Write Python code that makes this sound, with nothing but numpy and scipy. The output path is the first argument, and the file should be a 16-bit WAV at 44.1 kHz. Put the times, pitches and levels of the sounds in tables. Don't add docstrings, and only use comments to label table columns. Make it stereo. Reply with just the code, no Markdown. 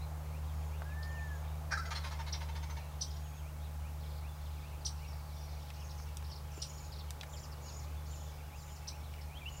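import sys
import numpy as np
from scipy import signal
from scipy.fft import rfft, irfft
from scipy.io import wavfile
from scipy.ndimage import uniform_filter1d

SR = 44100
rng = np.random.default_rng(int(sys.argv[2]) if len(sys.argv) > 2 else 0)


def to_wav(s):
    ch = np.atleast_2d(s).T
    pcm = np.round(np.clip(ch, -1, 1) * 32767)
    wavfile.write(sys.argv[1], SR, pcm.astype(np.int16))


N = 423360
BAND_LIMIT_HZ = 15850


def amp(db):
    return 10 ** (np.asarray(db) / 20)


def unit(x):
    return x / np.sqrt(np.mean(x ** 2) + 1e-20)


def curve_at(points, hz):
    f, value = np.transpose(points)
    return np.interp(np.log(hz + 1), np.log(f), value)


def follow(rows, t):
    times, *lanes = np.transpose(rows)
    return [np.interp(t, times, lane) for lane in lanes]


def add(mix, start, sound):
    part = mix[max(round(start * SR), 0):][:len(sound)]
    part += sound[:len(part)]


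def progress(length):
    return np.linspace(0, 1, max(int(length * SR), 8))


def phase_of(hz):
    return 2 * np.pi * np.cumsum(hz) / SR


def wander(rate_hz):
    t = np.arange(0, N, 16)
    hz = np.fft.rfftfreq(len(t), t[1] / SR)
    lowpass = np.exp(-.5 * (hz / rate_hz) ** 2)
    coarse = irfft(rfft(rng.standard_normal(len(t))) * lowpass, len(t))
    return unit(np.interp(np.arange(N), t, coarse))


# f/Hz, relative level/dB
AIR_EQ = [(20, -25), (55, 18.5), (100, 7), (180, 2), (360, -4.5), (520, -1.5), (850, -1), (1200, -3),
          (1700, -8), (3200, -12.5), (6500, -13.5), (9000, -17), (16000, -17)]
# t/s, boost at its centre/dB
ROAR_SWELL = [(0, 5), (1.5, 6.5), (2.6, 5), (3.3, 2.5), (4.2, 3), (5, 3), (5.8, 2.5), (6.6, 2.5),
              (7.5, 4.5), (8.4, 2.5), (9.6, 2)]
# f/Hz, left-right correlation/0-1
AIR_CORRELATION = [(60, 0.95), (170, 0.43), (330, 0.46), (800, 0.23), (1800, 0), (4000, 0), (8000, 0.26),
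                   (14000, 0.96)]


def air(level_db=-51.5, patchy_db=1.0, roar_hz=700, roar_octaves=0.99):
    hz = np.fft.rfftfreq(2048, 1 / SR)
    t = np.arange(N // 512 + 5) * 512 / SR
    *noise, patches = rng.standard_normal((5, len(t), len(hz))).transpose(0, 2, 1)
    patches = unit(uniform_filter1d(uniform_filter1d(patches, size=12, axis=0), size=12, axis=1))
    shared = np.clip(curve_at(AIR_CORRELATION, hz), 0, 1)[:, None]
    left = noise[0] + 1j * noise[1]
    right = shared * left + np.sqrt(1 - shared ** 2) * (noise[2] + 1j * noise[3])
    roar_band = np.exp(-.5 * (np.log2((hz + 1) / roar_hz) / roar_octaves) ** 2)[:, None]
    roar_db = roar_band * (follow(ROAR_SWELL, t)[0] + patchy_db * patches)
    spectra = np.array([left, right]) * amp(curve_at(AIR_EQ, hz)[:, None] + roar_db)
    _, bed = signal.istft(spectra, nperseg=2048, noverlap=1536)
    return amp(level_db) * unit(bed[:, :N])


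# t/s, firing rate/Hz, level/dB
ENGINE_HUM = [(0, 76, -41.5), (1.3, 75.3, -41.5), (1.74, 76.2, -41), (2.2, 74.5, -42.5), (2.54, 74.96, -41),
              (2.85, 74.7, -42.5), (4.15, 74.5, -43.5), (4.7, 74.1, -44.5), (6.07, 74.2, -44),
              (6.8, 74.53, -46.5), (7.05, 74.67, -43), (7.25, 74.5, -48.5), (8.1, 74.4, -44),
              (8.93, 74.43, -50), (9.03, 74.8, -47), (9.6, 73.46, -47)]
# multiple of the firing rate, start level/dB, end level/dB
ENGINE_OVERTONES = [(2, -50, -57), (3, -71.5, -82.5)]
# f/Hz, width/Hz, level/dB
ENGINE_DRONES = [(41.5, 14, -68.5), (67.9, 4, -60.5), (73.36, 39, -60.5), (122.2, 14.4, -62),
                 (148, 6.6, -75)]


def engine(waver_db=1.0, overtone_waver_db=.5):
    t = np.arange(N) / SR
    firing_hz, hum_db = follow(ENGINE_HUM, t)
    phase = phase_of(firing_hz)
    out = amp(hum_db + waver_db * wander(2.6)) * unit(np.sin(phase))
    for order, start_db, end_db in ENGINE_OVERTONES:
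        fader_db = np.linspace(start_db, end_db, N) + overtone_waver_db * wander(2.1)
        out += amp(fader_db) * unit(np.sin(order * phase + 2 * np.pi * rng.random()))
    for hz, width_hz, db in ENGINE_DRONES:
        carrier = 2 * np.pi * hz * t
        band = wander(width_hz / 2) * np.cos(carrier) + wander(width_hz / 2) * np.sin(carrier)
        out += amp(db) * unit(band)
    return out


def motor_whine(hz=838, level_db=-66, waver=0.0026):
    return amp(level_db) * unit(np.sin(phase_of(hz * (1 + waver * wander(6.5)))))


def slur(length, start_hz, middle_hz, end_hz, rasp=0):
    u = progress(length)
    hz = np.polyval(np.polyfit([0, .5, 1], [start_hz, middle_hz, end_hz], 2), u)
    if rasp:
        hz *= 1 + rasp * unit(uniform_filter1d(rng.standard_normal(len(u)), size=60))
    return unit(np.sin(phase_of(hz)) * np.sin(np.pi * u) ** 0.27)


# t/s, length/s, start f/Hz, middle f/Hz, end f/Hz, level/dB
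SINGLE_SLURS = [(.01, .041, 3690, 4150, 3950, -63), (3.043, 0.39, 6820, 6680, 6410, -72),
                (5.077, 0.0405, 5630, 5520, 5200, -64.5), (5.358, 0.12, 5590, 5800, 5400, -68),
                (9.352, 0.038, 3056, 3220, 3500, -57), (9.406, 0.038, 2640, 2340, 2400, -59),
                (9.456, 0.033, 2640, 2860, 3040, -47)]
# start t/s, end t/s, level/dB
RISING_BOUTS = [(0.312, .9, -67), (3.43, 5.2, -67), (8.501, 9.5, -66)]
# t/s, level/dB
ARCHED_ANSWERS = [(4.985, -67), (5.759, -66.5), (6.581, -65), (7.639, -67.5), (8.42, -69)]
# t/s, start f/Hz, level/dB
DOUBLE_FLICKS = [(5.968, 6000, -74), (6.012, 6000, -69), (6.313, 5740, -54.5), (6.919, 5250, -56),
                 (6.987, 5100, -58), (7.331, 4000, -59.5), (7.364, 5800, -57.5), (7.43, 6200, -59.5),
                 (7.517, 5700, -59.5), (7.68, 5500, -58), (8.056, 5900, -65)]


def songbirds(rise_every_s=.393, flick_s=0.01344, flick_fall=0.266, stroke_gap_s=0.014):
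    out = np.zeros(N)
    for start, *shape, db in SINGLE_SLURS:
        add(out, start, amp(db) * slur(*shape))
    for first, end, db in RISING_BOUTS:
        for start in np.arange(first, end, rise_every_s):
            add(out, start, amp(db) * slur(.076, start_hz=2110, middle_hz=2490, end_hz=2980))
    for start, db in ARCHED_ANSWERS:
        add(out, start, amp(db) * slur(0.087, start_hz=2600, middle_hz=2935, end_hz=2400))
    for start, start_hz, db in DOUBLE_FLICKS:
        for k in range(2):
            hz = start_hz * .9 ** k
            stroke = slur(flick_s, hz, hz * (1 - flick_fall / 2), hz * (1 - flick_fall), rasp=.02)
            add(out, start + k * stroke_gap_s, amp(db - 4.5 * k) * stroke)
    return out


def far_chorus(loudest_db=-72, spread_db=6, low_hz=2200, high_hz=5500, count=300):
    out = np.zeros(N)
    for when, height, bend, stretch, softness in rng.random((count, 5)):
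        hz = low_hz * (high_hz / low_hz) ** (height ** 1.9)
        glide = 0.448 * (bend - .35)
        note = slur(.008 + .035 * stretch, hz * (1 + glide), hz, hz * (1 - glide))
        add(out, when * N / SR, amp(loudest_db - spread_db * softness) * note)
    return out


def far_song(loudest_db=-65.5, spread_db=5, low_hz=2700, high_hz=5200, fall=0.27, mean_s=.038, count=40):
    out = np.zeros(N)
    for k, (late, height, stretch, softness) in enumerate(rng.random((count, 4))):
        hz = low_hz * (high_hz / low_hz) ** height
        note = slur(mean_s * (.5 + stretch), hz, hz * (1 - fall / 2), hz * (1 - fall))
        add(out, (k + late) / count * N / SR, amp(loudest_db - spread_db * softness) * note)
    return out


# t/s, length/s, note f/Hz, top sweep level/dB
TWITTER_PHRASES = [(0.504, 0.22, 6900, -72), (1.002, 0.46, 6830, -72), (4.0, 0.2, 5120, -63),
                   (4.398, 0.34, 4870, -65.5), (4.95, 0.22, 5630, -64), (5.338, 0.36, 5920, -63.5),
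                   (5.734, .35, 6370, -61), (6.236, .15, 5560, -57), (6.501, 0.2, 7120, -60),
                   (6.647, .25, 6856, -61.5), (6.911, 0.0992, 5540, -57), (7.264, 0.22, 7130, -60),
                   (7.601, 0.25, 6730, -59.5), (8.05, 0.27, 6890, -63), (8.54, 0.26, 7120, -62.5),
                   (9.482, 0.13, 6800, -62.5)]
# note f/Hz, note level against the sweeps/dB
NOTE_BALANCE = [(5000, -15), (6300, -12), (6800, -1.5), (7400, -8.5)]


def twitters(droop=0.0288, flutter_db=4, step_s=.021, max_sweeps=20, spread_db=6.6):
    out, flutter = np.zeros(N), wander(69)
    bend = .018 * wander(40) + .024 * wander(350)
    for start, length, note_hz, sweeps_db in TWITTER_PHRASES:
        u = progress(length)
        here = np.minimum(int(start * SR) + np.arange(len(u)), N - 1)
        hz = note_hz * (1 + bend[here] - droop * (u - .5))
        note = np.sin(phase_of(hz)) * amp(flutter_db * flutter[here])
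        note_db = sweeps_db + curve_at(NOTE_BALANCE, note_hz)
        add(out, start, amp(note_db) * unit(note) * signal.windows.tukey(len(u), .4))
        for k, (late, depth, softness, stretch, drop) in enumerate(rng.random((max_sweeps, 5))):
            offset = (k + late) * step_s
            if offset < length - step_s / 2:
                start_hz = note_hz * (1.04 - 0.21 * drop ** 2)
                end_hz = start_hz * (.85 - 0.28 * depth)
                sweep = slur(.005 + .02 * stretch * depth, start_hz, (start_hz + end_hz) / 2, end_hz)
                add(out, start + offset, amp(sweeps_db - spread_db * softness) * sweep)
    return out


# t/s, peak level/dB, centre f/Hz, width/octaves
CLICK_HITS = [(0.8199, -32, 1010, 0.37), (5.703, -40, 2200, 0.66), (5.999, -42.5, 1190, 0.47),
              (6.1706, -31.5, 5540, 1), (6.225, -41, 900, 1.2), (6.575, -42, 340, 0.68),
              (7.1065, -29, 4480, 1.2), (7.2112, -31, 3280, 0.3), (7.2327, -34.5, 1720, 0.83),
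              (9.138, -44.5, 2600, .4)]


def clicks(t60_at_1khz_s=0.026, damping=0.62, size=4096):
    out, t, hz = np.zeros(N), np.arange(size) / SR, np.fft.rfftfreq(size, 1 / SR)
    for start, db, centre_hz, octaves in CLICK_HITS:
        t60 = t60_at_1khz_s * (1000 / centre_hz) ** damping
        body = 1 / (1 + (np.log2((hz + 1) / centre_hz) / octaves) ** 2)
        snap = unit(irfft(rfft(rng.standard_normal(size)) * body)) * amp(-60 * t / t60)
        add(out, start, amp(db) * snap / abs(snap).max())
    return out


# t/s, level/dB
WHISTLE_ENVELOPE = [(0.84, -59), (0.876, -55), (0.896, -63), (0.93, -54.5), (1.026, -59.5), (1.312, -53.5),
                    (1.39, -60)]


def whistle(top_hz=1799, drop_hz=217.5, flatness=2.7):
    out = np.zeros(N)
    t = np.arange(WHISTLE_ENVELOPE[0][0], WHISTLE_ENVELOPE[-1][0], 1 / SR)
    hz = top_hz - drop_hz * abs(np.linspace(-1, 1, len(t))) ** flatness
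    envelope = amp(follow(WHISTLE_ENVELOPE, t)[0]) * signal.windows.tukey(len(t), .1)
    add(out, t[0], envelope * unit(np.sin(phase_of(hz))))
    return out


# centre t/s, length/s, top f/Hz, level/dB, relative overtone level/dB
CHIP_NOTES = [(1.031, 0.012, 5150, -53.5, -20), (2.33, 0.018, 5810, -41.5, -19),
              (3.0167, 0.019, 6150, -38, -6), (3.11, 0.021, 5490, -57.5, -22),
              (3.167, 0.02, 5800, -61, -21), (4.858, 0.024, 6050, -39, -3.5), (5.91, .02, 5660, -59, -20),
              (6.6225, 0.013, 5940, -39.5, -2), (8.881, 0.022, 5960, -45, -5.5),
              (9.216, 0.02, 5540, -61, -20)]


def chips(fall=0.62, dwell=1.5, shake=0.017, echo_s=.0035, echo_db=-8, overtone_top_hz=9500):
    out = np.zeros(N)
    for centre, length, top_hz, db, overtone_db in CHIP_NOTES:
        u = progress(length)
        waver = shake * unit(uniform_filter1d(rng.standard_normal(len(u)), size=80))
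        hz = top_hz * (1 - fall * abs(2 * u - 1) ** dwell + waver)
        phase = phase_of(hz)
        low_flanks = 1 / (1 + (2 * hz / overtone_top_hz) ** 20)
        overtone = amp(overtone_db) * np.sin(2 * phase) * low_flanks
        envelope = np.sin(np.pi * u ** 1.4) * (hz / top_hz) ** 0.49
        note = amp(db) * unit((np.sin(phase) + overtone) * envelope)
        add(out, centre - length / 2, note)
        add(out, centre - length / 2 + echo_s, amp(echo_db) * note)
    return out


def throat(burst, eq, resonances_hz, boost_db, width_hz, ring_s=.06, size=8192):
    padded = np.pad(burst, (0, int(ring_s * SR)))
    hz = np.fft.rfftfreq(size, 1 / SR)
    peaks = sum(1 / (1 + 2j * (hz - f) / width_hz) for f in resonances_hz)
    response = amp(curve_at(eq, hz)) * (1 + amp(boost_db) * peaks)
    return irfft(rfft(padded, size) * response, size)[:len(padded)]


def turkey_voice(syllables, eq, jitter, sag, attack, boost_db, width_hz, uneven_db):
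    out, shake, breath = np.zeros(N), wander(124), rng.standard_normal(N)
    for start, length, db, hz, rough, *resonances_hz in syllables:
        u = progress(length)
        here = int(start * SR) + np.arange(len(u))
        phase = phase_of(hz * (1 + jitter * shake[here] - sag * (u - .5)))
        strengths = amp(uneven_db * rng.standard_normal(size=64))
        pulses = sum(strengths[k] * np.cos(k * phase) for k in range(1, int(BAND_LIMIT_HZ / hz)))
        puffs = (1 + np.cos(phase)) * breath[here]
        envelope = np.sin(np.pi * u ** attack)
        burst = ((1 - rough) * unit(pulses) + rough * unit(puffs)) * envelope
        voice = throat(burst, eq, resonances_hz, boost_db, width_hz)
        add(out, start, amp(db) * voice / np.sqrt(2 * np.sum(voice ** 2) / len(u)))
    return out


# t/s, length/s, level/dB, f/Hz, roughness/0-1, lower resonance/Hz, upper resonance/Hz
YELP_NOTES = [(1.707, 0.038, -35, 790, 0.65, 1560, 1830), (1.744, 0.023, -46, 842, 0.5, 1730, 2252),
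              (1.771, 0.016, -34, 672, 0.3, 1380, 5030), (1.783, 0.02, -44, 662, .4, 1230, 3880),
              (1.812, 0.029, -54, 752, 0.1, 1560, 1750)]
# f/Hz, gain/dB
YELP_EQ = [(250, -41), (700, -7), (1050, -6), (1350, 4), (1750, 0), (2350, -9), (3100, -27), (4100, -11.5),
           (5600, -9.5), (7200, -24), (8500, -24), (13000, -42)]


def yelps():
    return turkey_voice(YELP_NOTES, YELP_EQ, jitter=0.021, sag=0.062, attack=1.0,
                        boost_db=2.5, width_hz=73, uneven_db=3.5)


# t/s, length/s, level/dB, f/Hz
RATTLE_NOTES = [(1.851, 0.032, -48, 668), (1.905, .036, -42, 399.2), (1.948, 0.047, -44.5, 380.3),
                (2.036, 0.064, -46.5, 352), (2.109, .046, -48, 435), (2.189, 0.04, -48, 452),
                (2.262, 0.051, -50, 436), (2.336, 0.03, -47, 447), (2.404, 0.044, -50.5, 449),
                (2.485, 0.024, -50.5, 440), (2.551, 0.038, -51, 445), (2.627, 0.024, -50.5, 452),
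                (2.696, 0.032, -51, 441), (2.766, .024, -50.5, 444)]
# f/Hz, gain/dB
RATTLE_EQ = [(250, -35), (420, -30), (580, 4), (750, -3), (930, 2), (1200, -1), (1500, 2.5), (2100, 0.5),
             (2600, -3.5), (3400, -1.5), (4600, -4), (6200, -6), (7400, -19.5), (10500, -19.5),
             (14000, -41)]


def rattle(settle_s=0.17, lower_start_hz=1430, lower_end_hz=925, upper_hz=2080):
    syllables = []
    for start, length, db, hz in RATTLE_NOTES:
        stretch = 1 - np.exp(-(start - RATTLE_NOTES[0][0]) / settle_s)
        rough = 0.46 + 0.08 * stretch
        lower_hz = lower_start_hz + (lower_end_hz - lower_start_hz) * stretch
        syllables.append((start, length, db, hz, rough, lower_hz, upper_hz))
    return turkey_voice(syllables, RATTLE_EQ, jitter=0.011, sag=0.011, attack=0.51,
                        boost_db=9.5, width_hz=39, uneven_db=7)


def field(x, pan_db, wet_db, near_t60, far_db, far_t60=0.91, lag_s=0):
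    t = np.arange(SR) / SR
    taps = rng.standard_normal((2, SR)) * (rng.random((2, SR)) < .15)
    decay = amp(-60 * t / near_t60) + amp(far_db - 60 * t / far_t60)
    tail = (taps + .5 * taps[::-1]) * (t > .003) * decay
    tail /= np.linalg.norm(tail, axis=1, keepdims=True)
    echoes = signal.fftconvolve(x[None], tail, axes=1)[:, :N]
    late_right = np.interp(np.arange(N) - lag_s * SR, np.arange(N), x)
    return (np.array([x, late_right]) + amp(wet_db) * echoes) * amp([[pan_db / 2], [-pan_db / 2]])


def scene():
    return (field(yelps() + rattle(), pan_db=0.5, wet_db=1, near_t60=0.063, far_db=-20.5, lag_s=.00002)
            + field(chips(), pan_db=4.5, wet_db=-2.5, near_t60=0.14, far_db=-31, lag_s=.00003)
            + field(whistle() + songbirds() + far_song(),
                    pan_db=4.0, wet_db=-0.5, near_t60=0.034, far_db=-27.5)
            + field(twitters(), pan_db=4.5, wet_db=-0.5, near_t60=0.11, far_db=-15)
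            + field(far_chorus(), pan_db=-4.5, wet_db=6.5, near_t60=0.08, far_db=2)
            + field(clicks(), pan_db=4.5, wet_db=-10.5, near_t60=0.061, far_db=-46, lag_s=.00002)
            + (engine() + motor_whine()) * amp([[.25], [-.25]])
            + air() * amp([[.2], [-.2]]))


def record(dry):
    lowpass = signal.firwin(511, BAND_LIMIT_HZ, window=("kaiser", 9), fs=SR)
    return signal.oaconvolve(dry, lowpass[None], "same")


dry = scene()
out = record(dry)
to_wav(out)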